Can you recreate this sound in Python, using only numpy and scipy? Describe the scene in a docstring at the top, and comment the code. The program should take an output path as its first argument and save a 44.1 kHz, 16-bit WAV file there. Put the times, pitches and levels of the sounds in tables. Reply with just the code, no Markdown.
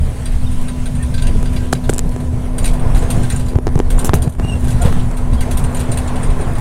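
"""Inside a city bus on the move, at the microphone of a hand-held phone: noise bands boom and rumble as the body,
roar as tyres and hiss as air, and a sine with its fourth multiple hums as the motor. Struck resonances rattle a loose
metal fitting, with a thin high ring and chinks at about 7 kHz; gritty noise buzzes. Short wavering tones chirp;
gliding tones squeak once at a joint and creak in a panel, which groans in noise. Close by, fingers snap and knock
on the phone's case and jolts push its membrane. The loudest swings clip."""
import sys
import numpy as np
from scipy import signal
from scipy.fft import rfft, irfft, next_fast_len
from scipy.io import wavfile
from scipy.ndimage import uniform_filter1d, map_coordinates

SR = 44100
rng = np.random.default_rng(int(sys.argv[2]) if len(sys.argv) > 2 else 0)


def generate_wav(signal):
    """Clip the signal to [-1, 1] and save it as 16-bit WAV at the path in sys.argv[1]."""
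    frames = np.transpose(np.atleast_2d(signal))
    scaled = np.clip(frames, -1, 1) * 32767
    pcm = np.round(scaled).astype(np.int16)
    wavfile.write(sys.argv[1], SR, pcm)


N = 291204


def amp(db):
    """Gain of a level in dB."""
    return 10 ** (np.asarray(db) / 20)


def unit(x):
    """x at rms 1."""
    return x / np.sqrt(np.mean(x ** 2) + 1e-20)


def curves(rows):
    """One value per sample for each column after the time."""
    s, *cols = np.transpose(rows)
    return [np.interp(np.arange(N) / SR, s, c) for c in cols]


def wobble(rate):
    """A smooth random curve, rate knots a second."""
    knots = rng.standard_normal(int(N * rate / SR) + 4)
    return map_coordinates(knots, [np.arange(N) * rate / SR])


def filtered(x, response):
    """x times a complex response of frequency."""
    m = next_fast_len(N + SR // 2)
    return irfft(rfft(x, m) * response(np.fft.rfftfreq(m, 1 / SR)), m)[..., :N]


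def colour(points):
    """Gain of (Hz, dB) points on a log axis."""
    f, db = np.transpose(points)
    return lambda hz: amp(np.interp(np.log(hz + 1), np.log(f + 1), db))


def band(lo_hz, hi_hz):
    """A soft-edged pass band."""
    return lambda hz: 1 / (1 + (lo_hz / (hz + 1)) ** 6) / (1 + (hz / hi_hz) ** 6)


def rush(response, patchy_db):
    """Coloured noise of rms 1 with patches of random gain over time and frequency."""
    z = signal.stft(rng.standard_normal(N), nperseg=512)[2]
    field = uniform_filter1d(rng.standard_normal(z.shape), size=6, axis=0)
    field = uniform_filter1d(field, size=10, axis=1)
    patchy = signal.istft(z * amp(patchy_db * unit(field)), nperseg=512)[1][:N]
    return unit(filtered(patchy, response))


def tone(hz):
    """Phase of a gliding pitch."""
    return 2 * np.pi * np.cumsum(hz) / SR


def add(track, s, sound):
    """Lays a short sound on the track at s seconds."""
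    piece = track[round(s * SR):][:len(sound)]
    piece += sound[:len(piece)]


def dips():
    """Soft-edged changes in dB: the level of ride, hum and rattle dips briefly, and once lifts a little."""
    # brief level changes [t/s, length/s, level/dB]
    dip_rows = [(3.58, .075, -3), (3.704, .05, 1.5), (3.82, 0.081, -2), (4.11, 0.026, -5),
                (4.296, 0.087, -9)]
    edge_s, release_s = 0.017, 0.0026
    t = np.arange(N) / SR
    total_db = np.zeros(N)
    for s, length, db in dip_rows:
        corners = [s - edge_s, s + edge_s, s + length, s + length + release_s]
        total_db += db * np.interp(t, corners, [0, 1, 1, 0])
    return total_db


def road():
    """The body shakes and booms, the road rumbles in lumps through the floor, tyres roar, air hisses."""
    # road rumble [t/s, level/dB]
    ride = [(0, -13), (.17, -27), (.42, -15.5), (.62, -22), (.94, -18.5), (1.35, -16), (1.68, -20.5),
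            (1.8, -17.5), (2.45, -20), (2.8, -18), (3.27, -13.5), (3.4, -18.5), (3.9, -19.5), (4.1, -15.5),
            (4.55, -18), (4.7, -18.5), (4.9, -13), (5.22, -22.5), (5.35, -12.5), (5.45, -19.5), (5.6, -15),
            (5.77, -21.5), (5.87, -16), (6.6, -19.5)]
    # shake of the body [t/s, level/dB]
    shaking = [(0.0, -41), (0.29, -24), (0.44, -12.5), (1.08, -28.5), (1.14, -16.5), (2.43, -21.5),
               (2.76, -8), (3.58, -19), (4.06, -10), (4.26, -24), (4.96, -13.5), (5.13, -28), (5.42, -10),
               (5.5, -27), (5.68, -14), (6.6, -19.5)]
    # booms of the body over uneven road [t/s, level/dB]
    bumps = [(0, -11), (.33, -14), (.9, -17), (1.29, -7.5), (1.5, -16), (1.85, -19.5), (2.1, -17),
             (2.48, -15), (2.68, -13.5), (2.96, -10), (3.12, -16.5), (3.56, -14), (3.9, -8.5),
             (4.15, -18.5), (4.43, -17.5), (4.8, -12.5), (5.1, -16.5), (5.3, -13), (5.57, -9), (5.8, -17),
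             (6.3, -12)]
    # steady layers in the cabin [t/s, floor drone level/dB, tyre roar level/dB, air hiss level/dB]
    cabin = [(0.0, -36, -44, -42), (0.53, -40, -42, -39.5), (0.94, -37, -47, -41), (1.34, -35, -44, -39.5),
             (2.22, -36, -45, -44), (2.54, -33, -40, -44), (2.79, -28, -34, -40.5),
             (3.03, -30, -33.5, -37.5), (3.18, -26, -35, -37), (3.34, -34.5, -39.5, -37),
             (3.56, -32.5, -41, -47), (3.75, -35.5, -43, -47), (4.1, -26.5, -32.5, -41),
             (4.25, -31, -37.5, -48.5), (4.45, -34, -38, -42.5), (4.63, -34, -40, -40.5),
             (4.85, -30.5, -35.5, -36), (5.15, -32.5, -36.5, -42), (6.1, -29.5, -32, -39),
             (6.6, -30, -32, -40)]
    # spectra of the layers, rumble with the floor-pan resonances [f/Hz, relative level per Hz/dB]
    shake_spectrum = [(3, -10), (8, -8.5), (12.4, 1.5), (17, -6.5), (21, -24), (30, -23), (60, -120)]
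    boom_spectrum = [(10, -60), (18, -14), (24, -0.5), (31, -5.5), (38, -15.5), (46, -28), (110, -120)]
    rumble_spectrum = [(25, -10), (42, -8.5), (60, -2), (66, 1), (75, 2), (100, -9.5), (113, -1.5),
                       (135, -6), (160, -9.5), (185, -12.5), (200, -14.5), (235, -16.5), (300, -36.5),
                       (530, -120)]
    drone_spectrum = [(160, -61), (265, -13.5), (301, -12), (394, -12), (450, -11), (539, -15), (646, -13),
                      (760, -21), (990, -31), (1670, -120)]
    roar_spectrum = [(440, -31), (740, 2), (913, -1.5), (993, -0.5), (1060, 0), (1190, -6), (1700, -9.5),
                     (2600, -18), (3380, -55), (5720, -120)]
    hiss_spectrum = [(1470, 5), (2500, 3), (3210, 2), (4840, -3), (5110, -3.5), (7220, -3), (8580, 1.5),
                     (9730, 0.5), (11200, -10), (13000, -13), (15750, -14.5), (16000, -26), (16400, -33)]
    boom_half_width_s, calm_boom_db = 0.069, -26.5
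    hiss_dip_share = 0.81

    dip_db = dips()
    rumble_db, = curves(ride)
    shake_db, = curves(shaking)
    drone_db, roar_db, hiss_db = curves(cabin)

    # each bump swells and sinks as a bell curve
    bump_s, bump_db = np.transpose(bumps)
    heave = np.bincount((bump_s * SR).astype(int), amp(bump_db), N)
    bell = np.exp(-(np.arange(-SR // 2, SR // 2) / SR / boom_half_width_s) ** 2)
    heave = signal.fftconvolve(heave, bell, "same")

    lumps = wobble(30)  # random unevenness shared by rumble, drone, roar and hiss
    shake = amp(shake_db) * rush(colour(shake_spectrum), patchy_db=0.3)
    boom = (amp(calm_boom_db) + heave) * rush(colour(boom_spectrum), patchy_db=0.5)
    rumble = amp(rumble_db + 1.48 * lumps) * rush(colour(rumble_spectrum), patchy_db=0.86)
    drone = amp(drone_db + 1.1 * lumps) * rush(colour(drone_spectrum), patchy_db=1.5)
    roar = amp(roar_db + 1.0 * lumps) * rush(colour(roar_spectrum), patchy_db=0.66)
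    stir_db = 0.8 * lumps + 0.4 * wobble(9)
    hiss_gain = amp(hiss_db + stir_db + hiss_dip_share * dip_db)
    hiss = hiss_gain * rush(colour(hiss_spectrum), patchy_db=2.0)
    return amp(dip_db) * (shake + boom + rumble + drone + roar) + hiss


def motor():
    """A clean hum of a sine and its fourth multiple, with narrow bands of noise above it."""
    # narrow noise bands [f/Hz, width/Hz, level re hum setting/dB, drift/(dB/s)]
    whistles = [(994, 30, -24, 0), (9750, 220, -28, 0), (12840, 380, -33, -.4)]
    hum_hz, hum_db, fourth_db = 248, -28, -22.5
    swell_s, swell_db = 0.73, -18.5  # the hum swells in from below
    fade_s, fade_db = 6.21, -5  # and sinks from fade_s to the end
    t = np.arange(N) / SR
    dip_db = dips()

    swell = swell_db * np.exp(-3 * t / swell_s)
    fade = np.interp(t, [fade_s, N / SR], [0, fade_db])
    level_db = hum_db + swell + fade + dip_db + 0.84 * wobble(11)
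    pitch_hz = hum_hz + 0.4 * wobble(1.5) + 0.37 * wobble(6)
    fundamental = np.sin(tone(pitch_hz))
    fourth = amp(fourth_db + 2.5 * wobble(4.2)) * np.sin(4 * tone(pitch_hz + 1.515 * wobble(30)))
    hum = np.sqrt(2) * amp(level_db) * (fundamental + fourth)

    whistling = np.zeros(N)
    for hz, width, db, drift in whistles:
        noise = rush(lambda f: 1 / (1 + ((f - hz) / width * 2) ** 2), patchy_db=1.2)
        whistling += amp(db + drift * t + 0.74 * wobble(2.7)) * noise
    return hum + amp(hum_db + dip_db) * whistling


def fitting():
    """Contacts strike and chatter for a few ms, ring metal modes unevenly and shake off a dying shower of clatter."""
    # contacts [t/s, relative ping level/dB, relative clatter level/dB, brightness: top over clatter/dB]
    contacts = [(.2557, -17.5, -27, -13), (.5147, -25, -37, -8), (.6824, -21.5, -28.5, -20),
                (.8563, -21, -27.5, -14), (.9502, -23, -35, -18), (1.0266, -19.5, -31, -23),
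                (1.1397, -20.5, -25.5, -17), (1.1784, -41, -25, -26), (1.2207, -18, -25.5, -13),
                (1.268, -21.5, -24.5, -19), (1.455, -29, -27, -26), (1.5608, -38, -24.5, -16),
                (1.748, -36, -27.5, -18), (1.8377, -29, -32, -14), (2.2014, -32, -36, -9),
                (2.5815, -13, -25, -7), (2.642, -15.5, -20.5, -8.5), (2.6544, -11.5, -24, -8),
                (2.6737, -27, -32, -10), (2.7327, -31, -33, -7), (2.795, -25, -34, -22),
                (2.947, -20.5, -24, -13), (2.9674, -43, -33, -0.5), (3.0194, -35, -33, -11),
                (3.1025, -13.5, -19.5, -8.5), (3.2311, -19, -29, -13), (3.2998, -14, -22.5, -10),
                (3.3245, -30, -50, -2), (3.3605, -15, -35, -9), (3.3957, -23, -31, -9),
                (3.483, -32, -31.5, -9.5), (3.9025, -17, -25, -4), (3.9888, -12, -23, -6),
                (4.0459, -30, -26, -3), (4.141, -24, -27.5, -9), (4.159, -36, -38, -3),
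                (4.22, -17, -26.5, -6.5), (4.2925, -38, -39, 3.5), (4.5945, -43, -51, 10.5),
                (4.6415, -30, -37, 1), (4.6797, -33, -27, -8), (4.705, -36, -30, -7), (4.817, -16, -32, -4),
                (4.85, -28, -24.5, -8.5), (4.9206, -32, -35, -6), (4.9945, -29, -32, -19.5),
                (5.1684, -25, -30.5, -7), (5.3303, -28, -33, -9), (5.406, -21, -23.5, -8),
                (5.5084, -34, -24, -4.5), (5.5706, -15, -25.5, -3.5), (5.6385, -17, -27.5, -13),
                (5.7458, -15, -28.5, -9), (5.769, -31, -36, -3), (5.8011, -16.5, -28.5, -18.5),
                (5.917, -11.5, -25, -10), (5.9725, -12, -23, -8), (6.0756, -26, -29, -21),
                (6.1573, -19.5, -28.5, -19), (6.2296, -17, -29.5, -18), (6.3016, -26, -30.5, -21),
                (6.4095, -20, -28.5, -26), (6.552, -26, -33, -16)]
    # modes of the metal [f/Hz, level/dB, t60/s]
    metal_modes = [(1561, -2, .09), (2750, -8, .04), (3400, -4, .035), (3930, -3, .04), (6150, -6, .05),
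                   (5780, -8, .04), (7080, -5, .05), (7500, -4, .04), (8500, -11, .03), (8740, -6, .04),
                   (8855, -5, .085), (9040, -6, .04), (9660, -18, .12), (10400, -3, .11), (11500, -10, .06),
                   (11820, -6, .09), (11920, -10, .06), (12460, -6, .06), (13500, -11, .05)]
    # spectrum of the shower [f/Hz, relative level per Hz/dB]
    shower_spectrum = [(760, -2), (1300, -12.5), (2730, -12), (4780, -14.5), (5100, -21), (5910, -15),
                       (7960, -14.5), (8840, -15.5), (15200, -48), (16400, -37)]
    # low, ping, mid, top and fizz zones [lower f/Hz, upper f/Hz]
    zones = [(1300, 5500), (8000, 9900), (5500, 8000), (9900, 16000), (12500, 16400)]
    mode_zone_db = (-30.5, -27.0, -26.0, -25.5)  # the fizz has no modes of its own
    shower_zone_db = (-8.5, -26.5, -7.5, -7.5, -3)
    blow_db, chatter_db = 13.5, -0.5  # first blow of a contact, and the chatter after it
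    mid_db, mid_follows, fizz_follows = -2.5, 0.74, 1.2  # shares of the brightness
    light_count, light_db = 14, -39.5  # light contacts at chance moments

    t = np.arange(SR // 5) / SR
    rise = 1 - np.exp(-t / 0.0013)
    short = amp(chatter_db - 60 * t / 0.046) * rise
    long = amp(-60 * t / 0.18) * rise
    light = [(u * N / SR, light_db + 6 * a, light_db + 6 * b, -12 * c)
             for u, a, b, c in rng.random((light_count, 4))]

    blow, chatter, shower = np.zeros((3, len(zones), N))
    for s, ping_db, low_db, bright_db in [*contacts, *light]:
        zone_db = (low_db, ping_db, low_db + mid_db + mid_follows * bright_db,
                   low_db + bright_db, low_db + fizz_follows * bright_db)
        for k, db in enumerate(zone_db):
            add(blow[k], s + 0.001, np.array([amp(db + blow_db)]))  # a single-sample impulse
            add(chatter[k], s, amp(db) * short)
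            add(shower[k], s, amp(db) * long)

    out = np.zeros(N)
    grit = amp(2.0 * wobble(250))  # fast random unevenness of the shower
    for k, (lo, hi) in enumerate(zones):
        if k < len(mode_zone_db):
            # width in Hz of a mode from its ring time
            modes = [(c, db, np.log(1000) / np.pi / t60) for c, db, t60 in metal_modes if lo < c < hi]

            def metal(f):
                """Resonators of this zone, inside its band."""
                ring = sum(amp(db) * 1j * f * SR / np.pi / (c * c - f * f + 1j * f * w) for c, db, w in modes)
                return ring * band(lo / 1.1, hi * 1.1)(f)

            strike = blow[k] + chatter[k] * rng.standard_normal(N)
            out += amp(mode_zone_db[k]) * filtered(strike, metal)
        clatter = rush(lambda f: colour(shower_spectrum)(f) * band(lo, hi)(f), patchy_db=3.0)
        out += amp(shower_zone_db[k]) * shower[k] * grit * clatter
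    return amp(0.98 * dips()) * out


def struck(events, modes, detune):
    """Struck modes ring briefly, each time at a new level and slightly new pitch."""
    out = np.zeros(N)
    t = np.arange(SR // 6) / SR
    rise = 1 - np.exp(-t / 0.00086)
    hz, mode_db, t60 = np.transpose(modes)[:, :, None]
    for s, db in events:
        # random level in dB, relative pitch and phase in rad
        draw = rng.standard_normal((3, len(hz), 1)) * [[[2]], [[detune]], [[3]]]
        decay = amp(mode_db + draw[0] - 60 * t / t60)
        ring = decay * np.sin(2 * np.pi * hz * (1 + draw[1]) * t + draw[2])
        add(out, s, amp(db) * rise * ring.sum(0))
    return out


def high_rings():
    """The fitting's thin high ring at about 4745 Hz, with a weaker mode below, heard with some contacts."""
    # rings [t/s, level/dB]
    strikes = [(0.2568, -33), (0.6834, -44), (1.1463, -36), (1.2214, -35), (1.277, -34), (1.4566, -39),
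               (1.5624, -35), (2.5815, -34), (2.6444, -36), (3.1048, -42), (3.3044, -35), (3.3987, -43),
               (3.4834, -41), (3.9988, -38), (4.1594, -40), (4.2243, -40), (5.3333, -43), (5.4051, -43),
               (5.5744, -41), (5.9194, -39), (5.9744, -37)]
    # modes of the ring [f/Hz, level/dB, t60/s]
    ring_modes = [(4745, -1, .13), (3940, -8, .05)]
    return struck(strikes, ring_modes, detune=0.003)


def chirps():
    """Faint chirps: short tones of wavering phase that swell and sink."""
    # faint tones [t/s, f/Hz, level/dB, length/s]
    faint_tones = [(0.463, 3670, -36, 0.022), (0.985, 1806, -36.5, 0.066), (1.246, 1585, -35, 0.022),
                   (1.569, 1580, -41, 0.1), (3.227, 1570, -32, 0.034), (3.326, 1564, -35.5, 0.048),
                   (5.37, 3260, -39, .04)]
    out = np.zeros(N)
    waver = 0.84 * wobble(140)  # rad
    for s, hz, db, length in faint_tones:
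        t = np.arange(round(length * SR)) / SR
        phase = 2 * np.pi * hz * t + waver[round(s * SR):][:len(t)]
        add(out, s, amp(db) * np.sin(np.pi * t / length) * np.sin(phase))
    return out


def chinks():
    """Some rattles chink at about 7 kHz in a cluster of short-lived modes."""
    # chinks [t/s, level/dB]
    strikes = [(1.1817, -31), (1.2156, -39), (2.6299, -28), (2.9497, -28), (2.9901, -28.5), (3.1644, -30),
               (3.2236, -31), (3.3218, -27), (3.3598, -24.5), (3.46, -34), (3.9774, -28), (4.2248, -31),
               (4.8145, -24), (5.7269, -35), (5.7683, -27), (5.8107, -36), (5.8556, -40), (5.9125, -32),
               (6.076, -26)]
    # modes of a chink [f/Hz, level/dB, t60/s]
    chink_modes = [(6920, -7, .07), (7120, -4, .05), (7220, -8, .04), (7520, -14, .05), (8500, -12, .03)]
    return struck(strikes, chink_modes, detune=0.006)


def fingers():
    """Taps on the case: a bright snap with its top edge, a duller click and a knock in the case's modes."""
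    # taps [t/s, relative snap level/dB, relative knock level/dB, tilt toward the upper modes/dB]
    taps = [(1.429, -19, -26, 3.5), (1.7267, -10, -35, 8.5), (1.7283, -12, -25, 5.5),
            (1.7296, -19, -11.5, 5.5), (1.7308, -10, -11.5, -10.5), (1.7347, -1.5, -29, 1),
            (1.7422, -18, -29, -5), (1.8933, -14, -24, 5.5), (1.8946, -10, -13, 4),
            (1.896, -28, -12.5, -12), (1.8995, -7.5, -25, -3), (1.908, -19, -39, 0), (1.931, -24, -23, 3.5),
            (1.9365, -11.5, -33, -6), (1.9448, -16, -36, 0), (1.954, -24, -31, -4), (1.9626, -23, -26, -4),
            (1.982, -2, -29, 4), (1.9921, -2.5, -22, 3.5), (2.093, -23, -42, -3), (2.163, -28, -22.5, -3),
            (3.5343, -41, -29, -10), (3.556, -39, -19.5, -3), (3.5585, -32, -37, 0), (3.587, -40, -20, -10),
            (3.6697, -27, -12, -2.5), (3.679, -46, -18.5, 1.5), (3.69, -49, -24, 1), (3.7561, -24, -17, -2),
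            (3.7778, -36, -21, -7), (3.7914, -15.5, -22, -7), (3.801, -25, -11.5, -9.5),
            (3.9841, -28, -26, 6), (4.047, -15, -15, -1), (4.0938, -34, -14, 6.5), (4.135, -28, -6.5, 0.5),
            (4.14, -8, -16, 6), (4.2779, -30, -22.5, 0.5), (4.352, -33, -31, 1), (4.398, -42, -16.5, 1),
            (4.449, -46, -22, -5), (4.486, -30, -30, -4), (4.6739, -26, -24, -5), (4.927, -27, -23, 4.5),
            (5.1142, -23.5, -29, 0), (6.536, -25, -38, -7), (6.569, -31, -35, -3), (6.584, -28, -28, -5)]
    # low, middle and two upper modes of the case [f/Hz, relative level/dB, t60/s]
    case = [(387, 0, 0.016), (737, 1, 0.007), (1210, -5, 0.006), (1630, -12, 0.01)]
    # spectrum of a snap [f/Hz, relative level/dB]
    port = [(4000, -17), (6000, -9.5), (7500, 2), (9000, -0.5), (10500, -2), (12000, -24), (14000, -47)]
    edge_db, click_of_snap_db, click_of_knock_db = -20, -19.5, -15.5  # edge and click follow snap and knock
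    edge, snap, click, knock = np.zeros((4, N))
    t = np.arange(SR // 12) / SR
    hz, mode_db, t60 = np.transpose(case)[:, :, None]
    for s, snap_db, knock_db, tilt_db in taps:
        add(snap, s, amp(snap_db + 2.5 - 60 * t / 0.0031) * (1 - np.exp(-t / 0.00019)))
        add(edge, s, amp(snap_db + edge_db - 60 * t / 0.005))
        click_gain = amp(snap_db + click_of_snap_db) + amp(knock_db + click_of_knock_db)
        add(click, s, click_gain * amp(-60 * t / 0.01))
        tilted = np.array([7.0 - 0.52 * tilt_db, 4.5, 2.75 * tilt_db, 0.5 + 0.86 * tilt_db])[:, None]
        # random level in dB and relative pitch
        draw = rng.standard_normal((2, len(hz), 1)) * [[[1.5]], [[0.03]]]
        decay = amp(knock_db + tilted + mode_db + draw[0] - 60 * t / t60)
        add(knock, s, (decay * np.sin(2 * np.pi * hz * (1 + draw[1]) * t)).sum(0))
    snap = snap * rush(colour(port), patchy_db=0)
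    edge = edge * rush(band(11500, 16300), patchy_db=0)
    click = click * rush(band(2300, 8000), patchy_db=0)
    return knock + snap + edge + click


def jolts():
    """Jolts of the phone push the microphone's membrane once, a sine under a quick bell decay."""
    # jolts [t/s, level before the bell decay/dB, f/Hz]
    thuds = [(2.863, -4.5, 86.5), (2.951, -3.5, 45.5), (3.559, 3, 103), (3.759, 1, 127), (4.096, -4.5, 71),
             (4.142, -1, 132), (4.274, 0, 120), (4.399, -14, 40), (4.829, -2, 67), (4.853, 3.5, 139),
             (5.552, -1.5, 35.5)]
    out = np.zeros(N)
    t = np.arange(SR // 12) / SR
    for s, db, push_hz in thuds:
        cycles = push_hz * t
        add(out, s, -amp(db) * np.sin(2 * np.pi * cycles) * np.exp(-1.3 * cycles ** 2))
    return out


def buzzes():
    """The fitting buzzes densely against its seat: bright gritty bursts that sag, then stop short."""
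    # bursts [t/s, length/s, level/dB]
    bursts = [(4.045, 0.032, -23.5), (4.14, .02, -24.5)]
    # spectrum of the buzz [f/Hz, relative level per Hz/dB]
    buzz_spectrum = [(4000, -30), (6000, -3), (9500, -1), (12500, -3), (15500, -9), (16400, -20)]
    sag_db, release_s = -8, 0.006
    t = np.arange(N) / SR
    on = np.zeros(N)
    for s, length, db in bursts:
        corners = [s, s + 0.001, s + length, s + length + release_s]
        on += amp(db) * np.interp(t, corners, [0, 1, amp(sag_db), 0])
    grit = amp(2.7 * wobble(300))
    return on * grit * rush(colour(buzz_spectrum), patchy_db=3.0)


def squeak():
    """A rubbing joint sings once, unevenly, with two overtones."""
    # course of the squeak [t/s, f/Hz, level/dB]
    course = [(4.41, 2760, -58), (4.432, 2790, -43), (4.462, 2810, -39), (4.472, 2780, -44),
              (4.498, 2870, -32.5), (4.52, 2720, -37.5), (4.532, 2760, -34), (4.6, 2740, -57)]
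    hz, db = curves(course)
    start, end = course[0][0], course[-1][0]
    on = np.interp(np.arange(N) / SR, [start, start + 0.02, end - 0.015, end], [0, 1, 1, 0])
    phase = tone(hz + 18 * wobble(300))
    voice = np.sin(phase) + amp(-18) * np.sin(2 * phase) + amp(-8.5) * np.sin(3 * phase)
    return on * np.sqrt(2) * amp(db + 3.7 * wobble(200)) * voice


def panel():
    """One bump makes a panel creak on a rising pitch, then groan in its resonances as it flexes."""
    # resonances of the panel [f/Hz, width/Hz, level/dB]
    resonances = [(462, 38, 0), (600, 230, -8), (1050, 59, -11), (1900, 500, -24)]
    creak_s, creak_length_s, creak_hz, creak_rise_hz = 4.79, 0.075, 685, 45
    creak_db, overtone_db = -25, -11
    groan_s, groan_half_s, groan_db = 4.865, 0.036, -21
    t = np.arange(N) / SR
    along = np.clip((t - creak_s) / creak_length_s, 0, 1)
    phase = tone(creak_hz + creak_rise_hz * along + 8 * wobble(80))
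    voice = np.sin(phase) + amp(overtone_db) * np.sin(2 * phase)
    creak = np.sin(np.pi * along) * amp(creak_db + 2.5 * wobble(90)) * voice

    def body(f):
        """Sum of the panel's resonance peaks."""
        return sum(amp(db) / np.sqrt(1 + ((f - c) / w * 2) ** 2) for c, w, db in resonances)

    swell = np.exp(-((t - groan_s) / groan_half_s) ** 2)
    return creak + amp(groan_db) * swell * rush(body, patchy_db=0)


def scene():
    """Everything in the cabin and on the case, at one microphone."""
    ride_along = road() + motor()
    rattling = fitting() + high_rings() + chinks() + buzzes()
    handling = fingers() + jolts()
    return (ride_along + rattling + chirps() + handling + squeak() + panel())[None]


def record(dry):
    """The microphone drops the slowest swings, full-scale ones clip; the top fades, then stops at the band limit."""
    top_hz = 16500
    heard = filtered(dry, lambda hz: 1j * hz / (4 + 1j * hz))  # high-pass at 4 Hz
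    clipped = heard / (1 + np.abs(heard) ** 12) ** (1 / 12)
    return filtered(clipped, lambda hz: (hz < top_hz) * (0.2 + 0.8 / (1 + (hz / 15880) ** 200)))


dry = scene()
out = record(dry)
generate_wav(out)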